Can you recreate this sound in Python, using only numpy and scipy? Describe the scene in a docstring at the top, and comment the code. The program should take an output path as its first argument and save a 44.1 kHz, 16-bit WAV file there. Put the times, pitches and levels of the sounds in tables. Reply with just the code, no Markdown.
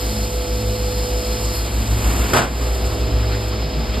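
"""Inside a CNC lathe, on a close microphone pair. Two motors beat against each other under a pump whine,
while a tool cuts lightly in a jet of coolant. At 1.5 s the tool leaves the part with a squeal, the slide
backs away with a rumble and the jet fans out over the sheet-metal enclosure. At 2.3 s the turret unlocks
with a double clunk, and the recorder's gain dips. The jet's hiss dies down as the turret swings to the
next tool and seats with dull thuds."""
import sys
import numpy as np
from scipy import signal
from scipy.fft import rfft, irfft
from scipy.io import wavfile
from scipy.ndimage import uniform_filter1d, minimum_filter1d

SR = 44100
rng = np.random.default_rng(int(sys.argv[2]) if len(sys.argv) > 2 else 0)


def persist_wave(psi):
    """Save psi, clipped to +-1, as 16-bit WAV."""
    counts = np.round(np.clip(psi, -1, 1) * 32767).astype(np.int16)
    wavfile.write(sys.argv[1], SR, np.atleast_2d(counts).T)


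N = 176400
TIME, FREQ = np.arange(N) / SR, np.fft.rfftfreq(N, 1 / SR)


def amp(db):
    """Decibels to gain."""
    return 10 ** (np.asarray(db) / 20)


def at_hz(points, hz=FREQ):
    """Reads a table on a log-frequency axis."""
    f, value = np.transpose(points)
    return np.interp(np.log(hz + 1), np.log(f + 1), value)


def fader(points):
    """Gain over time from (time [s], level [dB]) points."""
    return amp(np.interp(TIME, *np.transpose(points)))


def resonances(rows):
    """Gain over frequency of a few resonant peaks."""
    return sum(amp(db) / (1 + ((FREQ - hz) / (.78 * width)) ** 2) for hz, width, db in rows)


def shape(x, gain):
    """Filters by a gain over frequency."""
    return irfft(rfft(x) * gain, N)


def white():
    """Two unrelated noises of 0 dB/Hz: one shared by the microphones, one diffuse."""
    return rng.standard_normal((2, N)) * np.sqrt(SR / 2)


def wander(rate_hz):
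    """Smooth random motion of unit size."""
    x = shape(rng.standard_normal(N), np.exp(-(FREQ / rate_hz) ** 2) * (FREQ > 0))
    return x / x.std()


def arch(start, length):
    """A smooth rise and fall."""
    return np.sin(np.pi * np.clip((TIME - start) / length, 0, 1))


def add(mix, start, sound):
    """Mixes a sound in at a time in seconds."""
    part = mix[:, round(start * SR):][:, :sound.shape[1]]
    part += sound[:, :part.shape[1]]


def ahead(sound):
    """A source straight ahead: all shared, nothing diffuse."""
    return np.array([sound, np.zeros(N)])


def tone(hz, db=0, waver_db=2.5, drift_turns=.048):
    """A machine tone that wavers a little in level and pitch."""
    turns = hz * TIME + rng.random() + drift_turns * wander(rate_hz=4.4)
    return np.sqrt(2) * amp(db + waver_db * wander(rate_hz=4.4)) * np.sin(2 * np.pi * turns)


# machine and workshop all around: (frequency [Hz], level [dB/Hz])
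ROAR_SPECTRUM = [(15, -80), (35, -80), (70, -57), (150, -61.5), (260, -60.5), (480, -62.5), (750, -65.5),
                 (1100, -70.5), (2000, -72), (2700, -72), (3600, -72), (4900, -69), (5800, -77.5),
                 (6800, -81.5), (7600, -84), (9500, -86.5), (15500, -89)]

def workshop():
    """A steady roar with a slight flutter."""
    return shape(white(), amp(at_hz(ROAR_SPECTRUM))) * amp(.5 * wander(rate_hz=24))


# hum of the frame: (time [s], level [dB])
FRAME_LEVEL = [(0.0, -34), (0.15, -27), (0.37, -38.5), (0.7, -24.5), (1.22, -38.5), (1.44, -28.5),
               (1.68, -32), (1.8, -28.5), (1.95, -24), (2.15, -31.5), (2.5, -40), (3.22, -24.5),
               (3.73, -35), (4.0, -30.5)]
# steady tones of drives and pump: (pitch [Hz], level [dB])
HUM_TONES = [(119.7, -48.5), (251, -55.5), (268.2, -45.5), (278.9, -52.5), (329.9, -42.5), (361.5, -45.5),
             (411.7, -50), (430.4, -44.5), (565, -53), (613.5, -56), (669, -46), (697, -48), (727, -51.5),
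             (864, -47.5), (1174, -56.5), (1311, -51.5)]

def hum():
    """The frame hums in slow swells under the tones of the drives and pump."""
    return tone(107.6, waver_db=2) * fader(FRAME_LEVEL) + sum(tone(hz, db) for hz, db in HUM_TONES)


# main motor, louder while the slide moves: (time [s], level [dB])
MOTOR_LEVEL = [(0, -25.2), (1.68, -24.5), (1.8, -21.5), (2.1, -18.5), (2.3, -18.5), (2.4, -24), (2.55, -20),
               (2.7, -20), (2.98, -24.5), (3.16, -15.5), (3.35, -24.5), (4, -23.5)]
# the spindle's low hum and its higher drone: (time [s], level [dB])
SPINDLE_LEVEL = [(0, -27.5), (1.7, -26.3), (1.9, -23.5), (2.15, -27), (2.4, -35), (3.3, -31), (4, -32)]
DRONE_LEVEL = [(0, -44), (.15, -32.5), (.48, -43), (.62, -33.5), (1.05, -38.5), (1.4, -35.5), (1.6, -44.5),
               (1.85, -33), (2.5, -44), (4, -40.5)]
MOTOR_HZ, SPINDLE_HZ, DRONE_HZ, IN_STEP_S = 59.76, 53.31, 214.7, .07

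def motors():
    """Main motor and spindle hum a few hertz apart, so they beat under the spindle's drone."""
    phase_per_hz = 2 * np.pi * (TIME - IN_STEP_S)
    motor = fader(MOTOR_LEVEL) * np.cos(MOTOR_HZ * phase_per_hz)
    spindle = fader(SPINDLE_LEVEL) * np.cos(SPINDLE_HZ * phase_per_hz)
    return np.sqrt(2) * (motor + spindle) + tone(DRONE_HZ, waver_db=2.2) * fader(DRONE_LEVEL)


# pump whine: (time [s], level [dB])
PUMP_LEVEL = [(0, -34.5), (.35, -30.5), (.55, -28.5), (1.1, -27.5), (1.45, -31.5), (1.8, -43), (2.5, -36),
              (3.0, -34), (3.5, -34), (4, -39.5)]

def pump():
    """The pump whines on one pitch, loudest during the cut."""
    return tone(496.5, waver_db=.16) * fader(PUMP_LEVEL)


# turret drive and its servo: (pitch [Hz], level [dB])
TURRET_TONES = [(390.5, -35.5), (623.8, -38), (807.5, -44.5), (893.6, -56)]
SERVO_TONES = [(5131, -46.5), (5156, -48.5)]
# their swells: (time [s], level [dB])
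TURRET_LEVEL = [(0, -22), (2.4, -8), (2.7, -1), (3.4, -3), (4, -6.5)]
SERVO_LEVEL = [(0, -17), (1.6, -7), (2.1, 3), (2.9, -0.5), (3.3, 1.5), (4, 0.5)]

def turret_drive():
    """The drive swells for the swing; its servo whistles on a close pair of unsteady tones."""
    drive = sum(tone(hz, db, waver_db=1.5) for hz, db in TURRET_TONES)
    servo = sum(tone(hz, db, waver_db=1.3, drift_turns=.42) for hz, db in SERVO_TONES)
    return drive * fader(TURRET_LEVEL) + servo * fader(SERVO_LEVEL)


# slide rumble: (frequency [Hz], level [dB/Hz]) and (time [s], level [dB])
SLIDE_SPECTRUM = [(15, -70), (30, -70), (45, -44), (62, -41), (90, -51.5), (140, -57), (280, -56),
                  (600, -68), (1500, -93)]
SLIDE_LEVEL = [(0, -24), (1.65, -8), (1.8, -4.5), (2.15, 4), (2.35, 2.5), (2.55, -6), (2.9, -1.5),
               (3.15, 0.5), (3.35, -11), (3.6, -6.5), (3.8, -2), (4, 0)]

def slide():
    """The slide rumbles as it moves."""
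    return shape(white(), amp(at_hz(SLIDE_SPECTRUM))) * fader(SLIDE_LEVEL)


# ring of the spinning part: (pitch [Hz], width [Hz], level [dB/Hz])
PART_MODES = [(4245, 76, -64.5), (4780, 103, -67), (5135, 184, -68), (5250, 130, -70), (6250, 550, -83)]
# the tool's contact: (time [s], level [dB])
CONTACT_LEVEL = [(0, 1), (.2, 0), (.35, -5.5), (.7, -0.5), (1.1, 1), (1.45, 2.5), (1.6, 2.5), (1.66, -12),
                 (2.2, -23)]
# the part's squeal as the tool leaves: (pitch [Hz], level [dB])
SQUEAL_TONES = [(4312, -39), (4807, -42), (5017, -41.5), (5351, -49)]

def cut(repeat=.78):
    """The tool scrapes nearly the same roughness each turn, splitting the part's ring into close lines."""
    comb = np.sqrt(1 - repeat ** 2) / (1 - repeat * np.exp(-2j * np.pi * FREQ / SPINDLE_HZ))
    scrape = shape(white(), resonances(PART_MODES) * comb) * fader(CONTACT_LEVEL)
    squeal = sum(tone(hz, db, waver_db=1.5) for hz, db in SQUEAL_TONES)
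    return scrape + ahead(squeal * arch(start=1.53, length=.11))


def drops(per_s=2500, power_share=.43, flicker_db=.7):
    """Tiny impacts of uneven size in a fine mist, near 0 dB/Hz, flickering with the jet."""
    size_db = np.minimum(rng.exponential(1, N), 4)
    lands = rng.random(N) < per_s / SR
    ticks = amp(size_db) * lands * rng.choice([-1., 1.], (2, N))
    impacts = np.sqrt(power_share * SR / 2) * ticks / ticks.std()
    mist = np.sqrt(1 - power_share) * white()
    return (impacts + mist) * amp(flicker_db * wander(rate_hz=39))


# the jet, and its spray on the walls: (frequency [Hz], level [dB/Hz])
JET_SPECTRUM = [(500, -86), (2000, -99), (2900, -76.5), (3700, -80), (5600, -84), (6200, -68.5),
                (6800, -75), (7500, -73.5), (9000, -75), (11000, -74.5), (13000, -80), (15500, -76.5)]
WALL_SPECTRUM = [(150, -77), (600, -60), (1250, -60), (2000, -64), (2600, -65.5), (4000, -73.5),
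                 (6500, -79), (7400, -68), (9000, -99), (11000, -84), (15500, -86)]
# the flow of each: (time [s], level [dB])
JET_LEVEL = [(0, 2), (.2, 1.5), (.4, -1.5), (1.0, 0), (1.45, 1), (1.56, 0.5), (1.7, -1.5), (2.2, 4),
             (2.5, -2.5), (2.64, -2), (2.95, -4), (3.1, -12.5), (3.45, -6), (3.55, -18), (4, -16)]
WALL_LEVEL = [(0, -10), (.4, -20), (1.3, -10.5), (1.9, -8.5), (2.08, -1.5), (2.3, -1.5), (2.5, -6),
              (2.64, -6.5), (2.9, -12.5), (3.05, -9.5), (3.4, -9.5), (3.7, -13), (4, -7.5)]

def coolant():
    """The jet hisses, then drums on the enclosure."""
    hiss = shape(drops(), amp(at_hz(JET_SPECTRUM))) * fader(JET_LEVEL)
    drumming = shape(drops(), amp(at_hz(WALL_SPECTRUM))) * fader(WALL_LEVEL)
    return hiss + drumming


# panels around the microphones: (time [s], length [s], pitch [Hz], width [Hz], level [dB/Hz])
PANEL_SLAPS = [(1.434, .04, 7600, 2000, -68), (1.515, 0.1, 10900, 2500, -68.5),
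               (2.74, 0.026, 7500, 5000, -74), (2.804, 0.18, 696, 450, -60), (2.808, 0.19, 1150, 398, -66),
               (2.846, 0.036, 7500, 5000, -72.5), (3.214, 0.05, 1550, 600, -63.5),
               (3.296, 0.083, 1590, 500, -61), (3.31, 0.037, 4220, 900, -67.5),
               (3.471, 0.036, 7500, 6000, -78.5), (3.516, .04, 1290, 200, -60),
               (3.922, 0.045, 2880, 2600, -67)]

def slaps():
    """Short flurries of coolant and swarf strike single panels."""
    return sum(arch(start, length) * shape(drops(), resonances([(hz, width, db)]))
               for start, length, hz, width, db in PANEL_SLAPS)


# the slide starts, the turret lifts and seats: (time [s], length [s], pitch [Hz], level [dB])
JOLTS = [(1.75, 0.11, 88, -30), (2.59, 0.11, 116, -29), (3.616, 0.09, 151, -32.5),
         (3.756, 0.059, 150, -28.5), (3.768, 0.1, 228, -35.5)]

def thuds():
    """Each jolt briefly sways one low mode of the frame."""
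    return ahead(sum(arch(start, length) * tone(hz, db) for start, length, hz, db in JOLTS))


# blows of the unlocking turret, close by: (time [s], level [dB])
TURRET_BLOWS = [(2.333, 2.5), (2.347, -6), (2.356, -4), (2.364, 3.5), (2.371, 2.5), (2.383, -2.5),
                (2.394, -6.5), (2.418, -5), (2.442, -10)]
# the enclosure's ring: (frequency [Hz], level [dB/Hz]) and (frequency [Hz], t60 [s])
RING_SPECTRUM = [(30, -57), (110, -44.5), (330, -47.5), (700, -39.5), (1000, -45.5), (1500, -42),
                 (2000, -49), (4000, -56), (5800, -55), (7500, -56.5), (10000, -58), (15500, -67.5)]
RING_T60 = [(100, 0.76), (500, 0.29), (1500, 0.26), (4000, 0.26), (12000, 0.12)]
# modes of the casting and of the turret's coupling: (pitch [Hz], relative level [dB], t60 [s])
CASTING_MODES = [(122, 0, .4), (239, -5, .36), (350, -2, .16), (450, -4, .16), (560, 0, .14), (635, -3, .2),
                 (815, -8, .25), (926, -7, .25), (1028, -7, .25), (1265, -7, .23), (1445, -3, .22),
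                 (1528, 0, .22)]
COUPLING_MODES = [(375, -2.5, .085), (515, -4.5, .055)]
CASTING_DB, CRACK_DB, CRACK_S = -3, -21, .0039

def clunk():
    """Each blow cracks and rings the casting and the enclosure; the first also knocks the coupling."""
    out, t = np.zeros((2, N)), TIME[:SR // 2]
    for start, db in TURRET_BLOWS:
        noise = shape(white(), amp(at_hz(RING_SPECTRUM)))[:, :len(t)]
        band_hz, age, bands = signal.stft(noise, SR, nperseg=256)
        decay = amp(-60 * age / at_hz(RING_T60, band_hz)[:, None])
        ring = signal.istft(bands * decay, SR)[1][:, :len(t)]
        crack = 1 + amp(CRACK_DB) * np.exp(-t / CRACK_S)
        casting = sum(amp(level - 60 * t / t60) * np.sin(2 * np.pi * (hz * t + rng.random((2, 1))))
                      for hz, level, t60 in CASTING_MODES)
        blow = ring * crack + amp(CASTING_DB) * casting / abs(casting).max()
        add(out, start, amp(db) * blow * np.minimum(t / .002, 1))
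    knock = sum(amp(db - 60 * t / t60) * np.sin(2 * np.pi * hz * t) for hz, db, t60 in COUPLING_MODES)
    knock *= np.minimum(t / .0027, 1)
    add(out[:1], TURRET_BLOWS[0][0], knock[None])  # shared part only
    return out


# the microphone pair inside the enclosure: (frequency [Hz], coherence [0-1])
PAIR_COHERENCE = [(50, .98), (130, .96), (350, .92), (600, .9), (1150, .7), (1950, .3), (2400, 1),
                  (4500, 1), (5350, .78), (5600, 1), (8150, 1), (8350, .68), (8800, .64), (9400, 1),
                  (10300, 1), (10600, .72), (11300, .62), (11900, .97), (13000, .95), (13600, .55),
                  (14100, .65), (14400, 1)]
# (frequency [Hz], phase lead of the left [rad])
PAIR_LEAD = [(60, -.08), (240, -.2), (370, -.6), (700, -.45), (1200, -.6), (1800, -2.3), (2200, 0),
             (4650, 0), (5200, -.8), (5600, -3.14), (6700, -3.14), (6800, 0), (8200, 0), (8350, 1.3),
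             (9300, 3.14), (10350, 3.14), (11700, 6.28), (13250, 6.35), (14350, 9.42)]
# (frequency [Hz], left minus right [dB])
PAIR_BALANCE = [(270, 0), (500, -3.5), (750, -1.5), (1080, -3.3), (1700, 5.5), (2100, 0)]

def scene():
    """All sources reach the close pair as a shared part and a diffuse part."""
    drives = ahead(hum() + motors() + pump() + turret_drive())
    shared, diffuse = rfft(drives + workshop() + slide() + cut() + coolant() + slaps() + thuds() + clunk())
    coherence = np.clip(at_hz(PAIR_COHERENCE), 0, 1)
    shared *= np.sqrt((1 + coherence) / 2)
    diffuse *= np.sqrt((1 - coherence) / 2)
    balance = amp(at_hz(PAIR_BALANCE))
    left = (shared + diffuse) * balance
    right = (shared - diffuse) * np.exp(-1j * at_hz(PAIR_LEAD))
    return irfft(np.array([left, right]) * np.sqrt(2 / (1 + balance ** 2)), N)


THRESHOLD_DB, SQUEEZE, HOLD_S, RECOVER_DB_PER_S = -14.5, .74, .095, 50
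CEILING, BAND_EDGE_HZ = .92, 15650

def record(dry):
    """The recorder: gain control that ignores low hum, holds and recovers; a peak limiter; a band limit."""
    sensed = signal.sosfilt(signal.butter(2, 200, "high", fs=SR, output="sos"), dry)
    power_db = 10 * np.log10(abs(uniform_filter1d((sensed ** 2).mean(0), size=400)) + 1e-12)
    room_db = np.minimum(THRESHOLD_DB - power_db, 0)
    half_hold = int(HOLD_S * SR / 2)
    held_db = -minimum_filter1d(room_db, 2 * half_hold + 1, origin=half_hold) * SQUEEZE
    recovery_db = TIME * RECOVER_DB_PER_S
    dip_db = np.maximum.accumulate(held_db + recovery_db) - recovery_db
    ducked = dry * amp(-uniform_filter1d(dip_db, size=200))
    peak_gain = CEILING / np.maximum(abs(ducked).max(0), CEILING)
    limited = ducked * uniform_filter1d(minimum_filter1d(peak_gain, size=129), size=129)
    lowpass = signal.firwin(801, BAND_EDGE_HZ, window=("kaiser", 9), fs=SR)
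    return signal.oaconvolve(limited, lowpass[None], "same")


dry = scene()
out = record(dry)
persist_wave(out)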